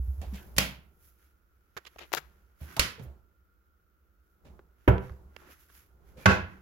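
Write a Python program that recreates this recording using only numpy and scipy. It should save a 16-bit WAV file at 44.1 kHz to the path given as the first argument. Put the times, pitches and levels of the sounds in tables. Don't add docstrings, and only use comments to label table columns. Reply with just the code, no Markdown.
import sys
import numpy as np
from scipy import signal
from scipy.fft import rfft, irfft
from scipy.io import wavfile
from scipy.ndimage import uniform_filter1d

SR = 44100
rng = np.random.default_rng(int(sys.argv[2]) if len(sys.argv) > 2 else 0)


def transcribe(u):
    v = np.clip(np.atleast_2d(u).T, -1, 1)
    q = np.round(v * 32767).astype(np.int16)
    wavfile.write(sys.argv[1], SR, q)


N = 291581

# frequency in Hz, relative level in dB, T60 in s.
LEFT_DOOR_MODES = [(66, 0, .28), (108, -3, .24), (127, -3, .28), (192, -16, .5), (372, -16, .36),
                   (392, -15, .4), (463, -19, .34), (506, -20, .5), (588, -21, .28), (666, -20, .32),
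                   (799, -26, .28), (905, -20, .16), (983, -17, .29), (1342, -20, .24), (1482, -27, .28),
                   (1545, -28, .28), (1727, -28, .25), (2188, -34, .27)]
RIGHT_DOOR_MODES = [(67, -9, .4), (88, -3, .26), (108, -2, .26), (193, -2, .35), (377, -11, .2),
                    (506, -16, .38), (626, -12, .26), (810, -17, .3), (883, -19, .4), (1001, -11, .32),
                    (1115, -3, .25), (1345, -15, .35), (1430, -12, .3), (1474, -14, .3), (1538, -9, .32),
                    (1646, -14, .38), (2078, -16, .31), (2552, -19, .27), (2625, -16, .36),
                    (2665, -20, .33)]
# frequency in Hz, relative level in dB, T60 in s.
CABINET_MODES = [(1344, -5, .22), (1416, -4, .2), (1494, -5, .27), (1540, -2, .24), (1940, -3, .26),
                 (2088, -2, .22), (2200, 2, .14), (2290, -3, .2), (2440, 0, .22), (2628, -1, .22),
                 (2785, -1, .2), (2998, -2, .22), (3056, -2, .17), (3254, -3, .26), (4270, -9, .2),
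                 (4550, -8, .2), (4819, -6, .2), (5085, -8, .22), (5480, -8, .2), (6550, -5, .13)]
# frequency in Hz, level in dB.
RIGHT_SNAP_COLOUR = [(59, -43.5), (100, -12), (150, -1.5), (335, -15.5), (365, -19.5), (595, -9),
                     (691, -15.5), (872, -14.5), (1230, -18.5), (2370, -13.5), (6560, -19.5), (8830, -21.5),
                     (11900, -23), (16000, -31)]
LEFT_SNAP_COLOUR = [(59, -24.5), (100, -1), (156, -15), (202, -8), (343, -13.5), (481, -10.5), (930, -18.5),
                    (991, -10), (2130, -8.5), (3250, -11), (4980, -11), (8460, -17), (10900, -18),
                    (16000, -32.5)]
LEFT_SLAM_COLOUR = [(50, -17.5), (105, -8), (195, -13.5), (245, -17.5), (310, -14.5), (385, -12.5),
                    (770, -20), (1150, -24), (1500, -25), (2200, -32), (3100, -37), (4000, -53),
                    (6500, -57.5), (8600, -65), (12300, -54), (16000, -67)]
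RIGHT_SLAM_COLOUR = [(47, -35), (85, -2), (156, -10.5), (194, -4), (240, -14.5), (320, -12), (480, -11.5),
                     (937, -14.5), (1280, -17), (1530, -11), (1800, -15), (2600, -19.5), (4000, -26.5),
                     (6500, -31.5), (8600, -43.5), (12000, -44.5), (16000, -64)]
# start in s, crack level in dB, clatter level in dB,
# clatter decay in s, settling in s, room level in dB, cabinet ring level in dB, panel level in dB,
# left-right balance in dB.
OPENING_SNAPS = [(0.582, -38, -22.5, 0.0041, .0005, -28, -31, -36, -3),
                 (2.7948, -30, -25.5, 0.0063, .0005, -28.5, -32.5, -36.5, -4.5)]
# start in s, crack level in dB, clatter level in dB,
# clatter decay in s, settling in s, room level in dB, chatter in s, panel level in dB, panel rise in s,
# left-right balance in dB.
CLOSING_SLAMS = [(4.8766, -47, -19, 0.0079, 0.0032, -23, 0.0089, -10.5, 0.0073, -2.5),
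                 (6.2576, -27.5, -17, 0.005, 0.0034, -18.5, 0.053, -12, 0.018, -2.5)]
# start in s, level in dB, decay in s,
# room level relative to the scuff in dB, tilt in dB per octave, left-right balance in dB.
LIGHT_TOUCHES = [(0.214, -48, .006, 1, -2, -4), (0.334, -49.5, 0.026, -6, -0.5, -1),
                 (0.564, -42.5, 0.0054, 4.5, 1, -4), (2.602, -49.5, 0.031, 3, -4, -7.5),
                 (2.765, -41.5, 0.0067, -7, 0, -4), (2.993, -45, 0.0071, -1, -5, -7),
                 (4.446, -55, 0.029, -10, -4, -5), (5.692, -70.5, .006, 6, 2.5, -14.5),
                 (6.168, -51, 0.035, 0.5, -2.5, -5)]
# start in s, level in dB, length in s,
# frequency in Hz, bandwidth in Hz.
DOOR_CREAKS = [(0.219, -48, 0.037, 616, 403), (0.344, -55.5, 0.053, 2660, 1400),
               (0.352, -60, 0.085, 1630, 300), (2.765, -37, 0.023, 941, 516),
               (2.979, -49.5, 0.035, 462, 153), (3.04, -63, 0.084, 528, 350),
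               (4.462, -58.5, 0.017, 244, 91), (5.484, -58, 0.025, 417, 291),
               (5.688, -61.5, 0.015, 1622, 500), (6.16, -54, 0.049, 503, 117),
               (6.171, -62, 0.05, 2390, 114), (6.224, -57, 0.03, 2380, 110)]
# start in s, level in dB, frequency in Hz, rise in s, T60 in s.
LOW_BUMPS = [(0.0, -23, 63.1, 0.00087, 0.51), (0.069, -5.5, 68.4, 0.029, 0.12),
             (0.173, -10.5, 71.6, 0.03, 0.13), (0.259, -25.5, 65.6, 0.013, 0.48),
             (0.326, -31, 198, 0.0023, 0.13), (0.565, -27, 62.8, 0.005, 0.54),
             (1.765, -41.5, 130.4, 0.00078, 0.046), (2.168, -48.5, 149.8, 0.0026, .2),
             (2.608, -29, 74, 0.013, 0.25), (2.613, -37, 128, 0.0024, 0.17),
             (2.767, -34.5, 123, 0.0032, 0.12), (2.793, -20, 62, 0.0019, 0.17),
             (2.794, -25, 125, 0.0006, 0.092), (3.005, -33, 121.5, 0.009, 0.21),
             (3.056, -34.5, 67.9, 0.015, 0.31), (4.466, -41, 64.5, 0.072, 0.37),
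             (5.1, -26, 68.6, 0.011, 0.14)]
# start in s, click level in dB, rub level in dB,
# rub length in s, ring frequency in Hz, tilt in dB per octave, left-right balance in dB.
CAMERA_CLICKS = [(1.7672, -52.5, -42.5, 0.025, 1480, 0, -6), (1.851, -67, -59.5, 0.01, 3180, 0.5, -12),
                 (1.863, -67, -51, 0.022, 3100, 1, -9), (1.96, -70, -58.5, 0.0076, 696, -5.5, 3),
                 (1.9853, -65.5, -50.5, 0.017, 2700, 0, -4), (2.002, -66, -48.5, 0.062, 3060, -1.5, 5),
                 (2.1198, -52, -56.5, 0.011, 875, -2, 11), (2.1286, -64, -37, 0.016, 2060, 4.5, 17),
                 (2.1378, -31.5, -38.5, 0.029, 940, 0, 13), (2.1492, -39, -46.5, 0.05, 3490, 9, 31),
                 (2.1689, -61, -36, 0.024, 1340, 1, 7.5), (4.593, -59.5, -62.5, .01, 1331, -7.5, -1.5),
                 (4.982, -47, -54, .004, 2790, -6, -12), (5.095, -60, -56, 0.0072, 990, -7, -4),
                 (5.121, -74, -68, 0.0025, 5000, -6.5, 6), (5.3644, -55, -54, 0.0047, 2700, -1.5, -13),
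                 (5.421, -67.5, -62, 0.048, 990, -7, 1), (5.7, -72.5, -71.5, 0.011, 1134, -1.5, -15)]
# frequency in Hz, level in dB.
CAMERA_CASE_COLOUR = [(60, -47), (130, -12.5), (250, -14), (350, 1), (650, -4), (1000, -5.5), (1500, -4.5),
                      (2200, -6.5), (4800, -13.5), (7400, -17), (8500, -29), (11600, -22), (16000, -31)]
# fastest moment in s, level in dB, rise in s, tilt in dB per octave.
HAND_STROKES = [(.13, -66, 0.21, 6.5), (.38, -61, 0.04, 2), (1.053, -62, 0.025, 6), (1.23, -71, .025, 2.5),
                (2.02, -67.5, 0.12, 1), (2.63, -57.5, 0.015, 4.5), (2.709, -51, 0.026, -0.5),
                (3.035, -60, 0.008, 5), (4.3, -84, 0.043, 6), (4.83, -73.5, 0.031, 0),
                (5.048, -58, .025, -1), (5.41, -60, 0.03, -1), (5.475, -59, 0.0093, -4),
                (5.513, -54, .012, 0.5), (5.61, -63, 0.022, 3.5), (5.764, -58, 0.027, 3.5),
                (6.09, -69.5, .02, 1.5), (6.22, -54.5, 0.016, 0), (6.52, -55, 0.036, -4.5)]
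# frequency in Hz, level in dB.
SKIN_AND_CLOTH_COLOUR = [(88, -33), (150, -9.5), (186, -10), (376, -3), (475, -21), (1500, -3.5),
                         (4080, -19), (6260, -18), (8560, -25.5), (11300, -16.5), (16000, -25)]
# fastest moment in s, level in dB, rise in s.
ARM_AND_DOOR_SWINGS = [(0.352, -46.5, 0.16), (2.25, -62.5, 0.12), (3.04, -47, 0.049), (4.521, -51.5, 0.049),
                       (5.148, -51.5, 0.1), (6.27, -51, 0.17)]
# frequency in Hz, level in dB.
LOW_STIR_COLOUR = [(25, -12), (48, -10.5), (62, 7.5), (85, -9.5), (130, -16.5), (200, -14.5), (270, -25.5),
                   (370, -16), (500, -25), (1000, -27.5), (2500, -50.5)]
ROOM_TONE_COLOUR = [(15, -57), (25, -21.5), (41, -10), (64, -0.5), (149, -34), (190, -19.5), (229, -34),
                    (326, -21), (394, -27.5), (489, -27.5), (962, -46.5), (1400, -18), (1700, -47.5),
                    (9320, -53.5), (16000, -40)]
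# frequency in Hz, T60 in s.
ROOM_DECAY = [(60, 0.49), (160, 0.46), (420, 0.29), (1100, 0.4), (2900, .36), (7700, 0.24), (15000, 0.31)]
# frequency in Hz, left-right likeness from 0 to 1.
MICROPHONE_LIKENESS = [(60, 0.78), (200, 0.82), (500, 0.49), (1200, 0.067), (15000, 0.051)]
# frequency in Hz, level in dB.
MICROPHONE_DIP = [(7400, -1), (8600, -6), (9600, -4.0), (10800, 1.0)]

ROOM_TONE_DB = -66.5
STILL_DB = -74
GRIP_DB = -82
STROKE_FALL_RATIO, SWING_FALL_RATIO = 1.6, 1.4
BAND_LIMIT_HZ = 16200
T = np.arange(SR) / SR
HZ = np.fft.rfftfreq(4096, 1 / SR)


def amp(db):
    return 10 ** (np.asarray(db) / 20)


def read(points, hz):
    f, value = np.transpose(points)
    return np.interp(np.log(hz + 1), np.log(f + 1), value)


def evened(x):
    return x / np.sqrt(np.mean(x ** 2) + 1e-20)


def burst(x):
    energy = np.mean(np.sum(x ** 2, -1))
    return x / np.sqrt(energy * 20 / SR + 1e-20)


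def add(mix, start, sound, pan_db):
    part = mix[:, max(round(start * SR), 0):][:, :sound.shape[-1]]
    balance = evened(amp([[pan_db / 2], [-pan_db / 2]]))
    part += (balance * sound)[:, :part.shape[1]]


def coloured(x, colour, tilt_db=0):
    level_db = read(colour, HZ) + tilt_db * np.log2(HZ / 1000 + .1)
    log_gain = np.log(amp(np.maximum(level_db, -100)))
    mirrored = np.r_[log_gain, log_gain[-2:0:-1]]
    response = np.exp(np.conj(signal.hilbert(mirrored)))[:len(HZ)]
    return signal.fftconvolve(x, irfft(response)[None], axes=1)[:, :x.shape[1]]


def resonant(colour, modes, lift_db=7, share=0.024):
    hz = np.transpose(modes)[0][:, None]
    peaks = np.exp(-((HZ - hz) / (share * hz + 8)) ** 2).max(0)
    return np.c_[HZ, read(colour, HZ) + lift_db * peaks]


def diffuse(size):
    a, b = rfft(rng.standard_normal((2, size)))
    same = np.clip(read(MICROPHONE_LIKENESS, np.fft.rfftfreq(size, 1 / SR)), 0, 1)
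    return irfft(np.array([a, same * a + np.sqrt(1 - same ** 2) * b]), size)


def grainy(spread_db):
    slips = np.repeat(rng.standard_normal(SR // 20 + 1), 20)[:SR]
    return diffuse(SR) * amp(spread_db * slips)


def room(chatter=0, build=0.013):
    hz, t, bands = signal.stft(diffuse(SR), SR, nperseg=256)
    bands = bands * amp(-60 * np.maximum(t - chatter, 0) / read(ROOM_DECAY, hz)[:, None])
    tail = signal.istft(bands, SR, nperseg=256)[1][:, :SR]
    return tail * (1 - np.exp(-T / build))


def ring(modes, rise):
    hz, db, t60 = np.transpose(modes)[:, :, None]
    phase = (2 * rng.random(hz.shape) - 1) * np.minimum(hz / 700, 1.5)
    fade = amp(db - 60 * T / t60) * (1 - np.exp(-T / rise))
    fade[::2] *= -1
    return np.array([(fade * np.sin(2 * np.pi * hz * T + side * phase)).sum(0) for side in (1, -1)])


def crack(second=0):
    spike = np.zeros((2, SR))
    spike[:, [0, int(abs(second) * SR)]] = 1
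    return spike


def swell(peak, rise, fall_ratio):
    t = np.arange(N) / SR - peak
    pace = np.where(t < 0, rise, rise * fall_ratio)
    return 1 / np.cosh(np.minimum(abs(t) / pace, 30))


def narrow(hz, width_hz):
    low_pass = signal.butter(2, width_hz / 2, fs=SR, output="sos")
    slow = signal.sosfilt(low_pass, diffuse(len(hz)) + 1j * diffuse(len(hz)))
    carrier = np.exp(2j * np.pi * np.cumsum(hz) / SR)
    return evened((slow * carrier).real)


def blow(colour, crack_db, clatter_db, decay, settle, room_db, chatter, bright_db=1.5):
    clatter = diffuse(SR) * np.exp(-T / decay) * (1 - np.exp(-T / settle))
    direct = amp(crack_db) * burst(coloured(crack(settle), colour, bright_db))
    near = amp(clatter_db) * burst(coloured(clatter, colour, bright_db / 2))
    far = amp(room_db) * burst(coloured(room(chatter), colour))
    return direct + near + far


def slams():
    out = np.zeros((2, N))
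    doors_in_turn = (LEFT_DOOR_MODES, RIGHT_DOOR_MODES)
    colours = (LEFT_SLAM_COLOUR, RIGHT_SLAM_COLOUR)
    for row, door, colour in zip(CLOSING_SLAMS, doors_in_turn, colours):
        start, crack_db, clatter_db, decay, settle, room_db, chatter, panel_db, rise, pan_db = row
        toned = resonant(colour, door, lift_db=6)
        slam = blow(toned, crack_db, clatter_db, decay, settle, room_db, chatter)
        add(out, start, slam + amp(panel_db) * ring(door, rise), pan_db)
    return out


def hinge_snaps():
    out = np.zeros((2, N))
    doors_in_turn = (RIGHT_DOOR_MODES, LEFT_DOOR_MODES)
    colours = (RIGHT_SNAP_COLOUR, LEFT_SNAP_COLOUR)
    for row, door, colour in zip(OPENING_SNAPS, doors_in_turn, colours):
        start, crack_db, clatter_db, decay, settle, room_db, cabinet_db, panel_db, pan_db = row
        toned = resonant(colour, CABINET_MODES, lift_db=2)
        snap = blow(toned, crack_db, clatter_db, decay, settle, room_db, chatter=0)
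        cabinet_ring = amp(cabinet_db) * ring(CABINET_MODES, rise=.002)
        panel = amp(panel_db) * ring(door, rise=0.0015)
        add(out, start, snap + cabinet_ring + panel, pan_db)
    return out


def doors():
    left, right = hinge_snaps() + slams()
    lag = 11
    return np.array([np.r_[np.zeros(lag), left[:-lag]], right])


def touches():
    out = np.zeros((2, N))
    colour = resonant(RIGHT_SNAP_COLOUR, CABINET_MODES, lift_db=-1.0)
    for start, db, decay, room_db, tilt_db, pan_db in LIGHT_TOUCHES:
        scuff = grainy(4) * (1 - np.exp(-3 * T / decay)) * np.exp(-T / decay)
        sound = burst(scuff) + amp(room_db) * burst(room(build=decay))
        add(out, start, amp(db) * burst(coloured(sound, colour, tilt_db)), pan_db)
    return out


def creaks():
    out = np.zeros((2, N))
    for start, db, length, hz, width_hz in DOOR_CREAKS:
        envelope = np.sqrt(T / length) * np.exp(-(T / length) ** 3)
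        creak = envelope / envelope.max() * narrow(np.full(SR, hz), width_hz)
        add(out, start, amp(db) * creak, pan_db=-3)
    return out


def bumps():
    out = np.zeros((2, N))
    for start, db, hz, rise, t60 in LOW_BUMPS:
        envelope = amp(db - 60 * T / t60) * (1 - np.exp(-(T / rise) ** 2))
        add(out, start, envelope * np.sin(2 * np.pi * hz * T), pan_db=-2.5)
    return out


def clicks(grain_db=4, peak_db=7, room_db=-22):
    out = np.zeros((2, N))
    for start, click_db, rub_db, length, hz, tilt_db, pan_db in CAMERA_CLICKS:
        octaves_off = np.log2((HZ + 1) / hz)
        case_ring = peak_db * np.exp(-(octaves_off / .6) ** 2)
        colour = np.c_[HZ, read(CAMERA_CASE_COLOUR, HZ) + case_ring]
        rub = grainy(grain_db) * np.sqrt(T / length) * np.exp(-3 * (T / length) ** 2)
        echo_db = max(click_db, rub_db) + room_db
        parts = (click_db, crack()), (rub_db, rub), (echo_db, room())
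        sound = sum(amp(db) * burst(coloured(x, colour, tilt_db)) for db, x in parts)
        add(out, start, sound, pan_db)
    return out


def rustle(fibre_db=2.0, pan_db=-3):
    roughness = evened(uniform_filter1d(rng.standard_normal(N), size=60))
    rub = diffuse(N) * amp(fibre_db * roughness)
    out = amp(GRIP_DB) * evened(coloured(rub, SKIN_AND_CLOTH_COLOUR))
    for peak, db, rise, tilt_db in HAND_STROKES:
        speed = swell(peak, rise, STROKE_FALL_RATIO)
        stroke = speed * evened(coloured(rub, SKIN_AND_CLOTH_COLOUR, tilt_db))
        add(out, 0, amp(db) * stroke, pan_db)
    return out


def background():
    tone = amp(ROOM_TONE_DB) * evened(coloured(diffuse(N), ROOM_TONE_COLOUR))
    motion = amp(STILL_DB)
    for peak, db, rise in ARM_AND_DOOR_SWINGS:
        motion = motion + amp(db) * swell(peak, rise, SWING_FALL_RATIO)
    stir = motion * evened(coloured(diffuse(N), LOW_STIR_COLOUR))
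    return (tone + stir) * amp([[-1.4], [1.2]])


def scene():
    return doors() + touches() + creaks() + bumps() + clicks() + rustle() + background()


def record(dry):
    heard = coloured(dry, MICROPHONE_DIP)
    limited = heard / (1 + (heard / .92) ** 8) ** (1 / 8)
    low_pass = signal.firwin(511, BAND_LIMIT_HZ, window=("kaiser", 11), fs=SR)
    return signal.oaconvolve(limited, low_pass[None], "same")


dry = scene()
out = record(dry)
transcribe(out)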